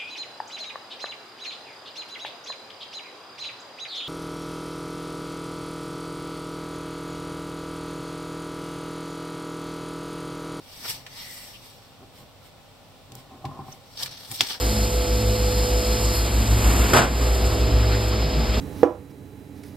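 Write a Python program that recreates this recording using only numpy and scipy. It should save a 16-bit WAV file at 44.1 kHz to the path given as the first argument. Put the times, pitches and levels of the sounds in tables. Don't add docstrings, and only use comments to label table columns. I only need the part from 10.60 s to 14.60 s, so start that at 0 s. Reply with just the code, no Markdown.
import sys
import numpy as np
from scipy import signal
from scipy.fft import rfft, irfft, next_fast_len
from scipy.io import wavfile
from scipy.ndimage import uniform_filter1d, map_coordinates

SR = 44100
rng = np.random.default_rng(int(sys.argv[2]) if len(sys.argv) > 2 else 0)


def file_out(sig):
    cols = np.atleast_2d(sig).T
    lim = np.clip(cols, -1, 1)
    pcm = np.round(lim * 32767).astype(np.int16)
    wavfile.write(sys.argv[1], SR, pcm)


N = 176400
T = np.arange(N) / SR

# frequency_hz, density_db
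LEATHER_COLOUR = [(150,-6),(380,-14),(750,-7),(1400,-6),(3000,1.5),(5900,-1),(7000,-15),(9000,-39)]
# frequency_hz, density_db
TREBLE_COLOUR = [(4000,-46),(6000,-9),(7500,0),(11500,-4),(13700,-2.5),(15500,-6.5)]
# pitch_hz, level_db, t60_s
CREAK_MODES = [(650,-5,0.028),(773,2,0.062),(930,-5,0.023),(1050,3.5,0.037)]
# pitch_hz, level_db, t60_s
TABLE_MODES = [(87,-4,0.077),(133,0.5,0.11),(205,-8,0.06),(264,-2.5,0.054),(370,0.5,0.027)]
PALM_GRIT, PAPER_GRIT = 0.059, 0.39
TABLE_LOW_CUT_HZ = 102


def awl(db_per_octave=14):
    # start_s, creak_db, thud_db, creak_centre_hz
    slips = [(2.843,-23.5,-30,770),(2.853,-26.5,-25,1040),(2.889,-34.5,-32,1050),(2.913,-31.5,-38,1040),(2.969,-31.5,-44,970),(2.989,-28,-28.5,900),(3.017,-38,-39.5,1050),(3.081,-33,-38,740)]
    out = np.zeros((2, N))
    for start_s, creak_db, thud_db, centre_hz in slips:
        creak = sum(grate([mode]) for mode in excited(CREAK_MODES, centre_hz, db_per_octave))
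        thud = sum(grate([mode]) for mode in TABLE_MODES)
        add(out, start_s, amp(creak_db) * creak + amp(thud_db) * thud)
    return out


def grate(modes, slip_t60_s=0.025, rise_s=0.0033):
    t = T[:SR // 4]
    body = ring(modes) * (1 - np.exp(-t / rise_s))
    slip = radiated(rng.standard_normal(len(t)) * amp(-60 * t / slip_t60_s), TABLE_LOW_CUT_HZ)
    return unit(signal.fftconvolve(slip, body)[:len(t)]) * body.std()


def paper_snap(rise_s=0.00008, scatter_db=-12, scatter_t60_s=0.041, scatter_delay_s=0.000764):
    # pitch_hz, level_db, t60_s
    sheet_modes = [(1550,-20,0.004),(3360,5.8,0.0025),(4340,-16,0.0064)]
    # frequency_hz, density_db
    scatter_colour = [(50,-32),(190,-8.5),(1400,-8.5),(2900,-1),(5500,-2.5),(15500,-19)]
    start_s = 3.8077
    out, t = np.zeros((2, N)), T[:SR // 10]
    add(out, start_s, ring(sheet_modes)[:len(t)] * (1 - np.exp(-t / rise_s)))
    scatter = stereo_noise(len(t), lambda hz: along(scatter_colour, hz))
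    add(out, start_s + scatter_delay_s, amp(scatter_db - 60 * t / scatter_t60_s) * scatter)
    return radiated(out, low_hz=170)


def paper_slide(uneven_db=1.77):
    # time_s, level_db, relative_treble_db, relative_flutter_db
    peel = [(3.368,-52,-4,-12),(3.374,-38,-11,-18.5),(3.422,-36,-3,-2.5),(3.433,-29.5,0,-12),(3.446,-43,3,-3.5),(3.495,-46.5,-10,-9),(3.703,-48.5,0.5,-7.5),(3.715,-42.5,6,-4),(3.765,-39.5,-1.5,-24),(3.797,-35.5,-8.5,-21),(3.83,-36,-7,-4.5),(3.893,-39,-2.5,-11.5),(3.908,-30.5,-9.5,-3),(3.928,-37.5,-3.5,-10),(3.948,-38.5,-11,-1),(4.0,-57,-2,-7)]
    # frequency_hz, density_db
    scrape_colour = [(800,-26),(2300,-8),(3400,1),(5700,-2.5),(7000,-11.5),(9000,-26)]
    # frequency_hz, density_db
    flutter_colour = [(100,-19),(800,-3),(1700,1),(6000,-24)]
    level_db, treble_db, flutter_db = stroke(peel)
    scrape = rub(scrape_colour, PAPER_GRIT) + amp(treble_db) * rub(TREBLE_COLOUR, PAPER_GRIT)
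    gain = amp(level_db + uneven_db * wobble(knots_per_s=160))
    return gain * (scrape + amp(flutter_db) * rub(flutter_colour, PAPER_GRIT))


def palm(uneven_db=1):
    # time_s, level_db, relative_treble_db
    smoothing = [(0,-60,-3),(.225,-44.5,-2),(.257,-37,-2),(.28,-38,0),(.301,-30,0.5),(.322,-38.5,-1),(.445,-58,-4.5),(.52,-50.5,-5),(.595,-40,-4),(.67,-46,-1.5),(.745,-47,3.5),(.96,-51,-3),(.995,-56.5,-4.5),(1.05,-52.5,-0.5),(1.35,-66,-6)]
    level_db, treble_db = stroke(smoothing)
    gain = amp(level_db + uneven_db * wobble(knots_per_s=69.5))
    return gain * (rub(LEATHER_COLOUR, PALM_GRIT) + amp(treble_db) * rub(TREBLE_COLOUR, PALM_GRIT))


def ticks(half_band_octaves=0.93):
    # start_s, level_db, centre_hz, t60_s
    catches = [(0.4648,-37,2210,0.074),(2.5198,-37,4470,0.02),(2.5525,-32,8500,.014),(2.852,-37,2200,0.06),(3.46,-29,3200,0.054),(3.511,-41.5,4200,0.062),(3.7148,-25,4900,0.014)]
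    out, t = np.zeros((2, N)), T[:SR // 10]
    for start_s, db, centre_hz, t60 in catches:
        colour = lambda hz: -10 * np.log10(1 + (np.log2((hz + 1) / centre_hz) / half_band_octaves) ** 4)
        add(out, start_s, amp(db - 60 * t / t60) * stereo_noise(len(t), colour))
    return out


def rasps():
    # peak_s, half_width_s, level_db, centre_hz, half_band_hz
    grips = [(0.257,0.01,-38,1750,900),(.7,.17,-50,2000,130),(.768,0.026,-50,5460,800),(0.956,0.018,-46.5,2950,350),(3.127,0.0075,-44,5980,450)]
    out = np.zeros((2, N))
    for peak_s, half_width_s, db, centre_hz, half_band_hz in grips:
        colour = lambda hz: -20 * np.log10(1 + ((hz - centre_hz) / half_band_hz) ** 2)
        out += swell(peak_s, half_width_s, db) * stereo_noise(N, colour)
    return out


def hands(db_per_octave=6):
    # peak_s, half_width_s, level_db
    brushes = [(1.588,0.051,-53.5),(1.86,0.036,-55),(2.585,0.041,-53),(3.115,0.065,-53)]
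    # peak_s, half_width_s, level_db, centre_hz
    leans = [(.29,0.11,-51,170),(1.425,0.024,-47,238),(1.625,0.027,-48,260),(2.56,0.075,-46.5,160),(2.735,0.048,-46,270),(2.96,0.17,-45.5,450),(3.461,0.058,-48,130),(3.722,0.023,-43,171),(3.821,0.025,-41,210)]
    friction = unit(rub(LEATHER_COLOUR, PALM_GRIT) + rub(TREBLE_COLOUR, PALM_GRIT))
    out = bench(sum(swell(*brush) for brush in brushes) * friction)
    for peak_s, half_width_s, db, centre_hz in leans:
        push = radiated(rng.standard_normal(N), TABLE_LOW_CUT_HZ)
        body = ring(excited(TABLE_MODES + CREAK_MODES, centre_hz, db_per_octave))
        out += swell(peak_s, half_width_s, db) * unit(signal.fftconvolve(push, body, "same"))
    return out


def rub(colour, grit=0, catches_per_s=1500):
    catches = unit((rng.random(N) < catches_per_s / SR) * rng.laplace(size=(2, N)))
    hiss = rng.standard_normal((2, N))
    return spread(np.sqrt(1 - grit) * hiss + np.sqrt(grit) * catches, lambda hz: along(colour, hz))


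def drift(pair, depth_db=1.2):
    spectra = signal.stft(pair, nperseg=512)[2]
    patches = uniform_filter1d(rng.standard_normal(spectra.shape[1:]), size=7, axis=0)
    patches = uniform_filter1d(patches, size=9, axis=1)
    return signal.istft(spectra * amp(depth_db * unit(patches)), nperseg=512)[1][:, :N]


def bench(x, t60_s=0.033, echo_db=-3):
    t = T[:SR // 20]
    echo = stereo_noise(len(t), np.zeros_like) * amp(-60 * t / t60_s)
    return x + amp(echo_db) * signal.fftconvolve(x, echo / np.linalg.norm(echo[0]), axes=1)[:, :N]


def room(x, level_db=-14.5):
    # frequency_hz, t60_s
    decay = [(150,0.44),(5000,.22),(14000,0.079)]
    hz, t, spectra = signal.stft(rng.standard_normal((2, SR // 2)), SR, nperseg=256)
    tail = signal.istft(spectra * amp(-60 * t / along(decay, hz)[:, None]), SR, nperseg=256)[1]
    return amp(level_db) * signal.fftconvolve(x, tail / np.linalg.norm(tail[0]), axes=1)[:, :N]


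def room_tone(air_db=-51, waver_rad=0.29):
    # frequency_hz, density_db
    air_colour = [(25,-10),(44,4),(62,-3.5),(110,3.5),(380,-8.5),(550,-2),(1100,-9.5),(1900,-15),(3600,-12.5),(6000,-19),(14000,-25)]
    # pitch_hz, level_db
    tones = [(98,-64),(266,-68.5),(801,-68.5)]
    hum = sum(amp(db) * unit(np.sin(2 * np.pi * hz * T + waver_rad * wobble(4.95))) for hz, db in tones)
    return amp(air_db) * rub(air_colour) + hum


def stroke(rows, fade_db_per_s=104):
    times, *columns = np.transpose(rows)
    level_db, *others = [np.interp(T, times, column) for column in columns]
    outside_s = np.abs(T - np.clip(T, times[0], times[-1]))
    return [level_db - fade_db_per_s * outside_s] + others


def swell(peak_s, half_width_s, db):
    return amp(db) * np.exp(-((T - peak_s) / half_width_s) ** 2)


def wobble(knots_per_s):
    return map_coordinates(rng.standard_normal(int(N * knots_per_s / SR) + 4), [T * knots_per_s])


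def ring(modes):
    t = T[:SR // 4]
    return sum(amp(db - 60 * t / t60) * np.sin(2 * np.pi * hz * t) for hz, db, t60 in modes)


def excited(modes, centre_hz, db_per_octave):
    return [(hz, db - db_per_octave * abs(np.log2(hz / centre_hz)), t60) for hz, db, t60 in modes]


def radiated(x, low_hz):
    return signal.sosfilt(signal.butter(2, low_hz, "high", fs=SR, output="sos"), x)


def spread(pair, colour_db):
    # frequency_hz, left_right_correlation
    image = [(150,0.55),(1400,0.64),(2500,0.13),(5800,0.21),(6800,-0.07)]
    turn = lambda hz: np.arccos(along(image, hz)) / 2
    mid, side = filtered(pair, lambda hz: amp(colour_db(hz)) * [np.cos(turn(hz)), np.sin(turn(hz))])
    return unit(np.array([mid + side, mid - side]))


def stereo_noise(samples, colour_db):
    return spread(rng.standard_normal((2, samples)), colour_db)


def filtered(x, response):
    n = x.shape[-1]
    padded = next_fast_len(n + 4096)
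    return irfft(rfft(x, padded) * response(np.fft.rfftfreq(padded, 1 / SR)), padded)[..., :n]


def along(points, hz):
    frequencies, values = np.transpose(points)
    return np.interp(np.log(hz + 1), np.log(frequencies + 1), values)


def add(track, start_s, sound):
    part = track[:, round(start_s * SR):][:, :sound.shape[-1]]
    part += sound[..., :part.shape[1]]


def amp(db):
    return 10 ** (np.asarray(db) / 20)


def unit(x):
    return x / np.sqrt(np.mean(x ** 2) + 1e-20)


def scene():
    blows = ticks() + awl() + paper_snap()
    rubbing = bench(drift(palm() + paper_slide()))
    return rubbing + hands() + rasps() + blows + room(blows) + room_tone()


def record(dry, top_hz=15800):
    # centre_hz, half_width_hz, depth_db
    dips = [(1617,51,9.5),(6500,286,7),(10460,640,9.5)]
    loss_db = lambda hz: sum(db * np.exp(-((hz - centre) / width) ** 2) for centre, width, db in dips)
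    picked_up = filtered(dry, lambda hz: amp(-loss_db(hz)))
    return filtered(np.clip(picked_up, -1, 1), lambda hz: hz < top_hz)


dry = scene()
out = record(dry)
file_out(out)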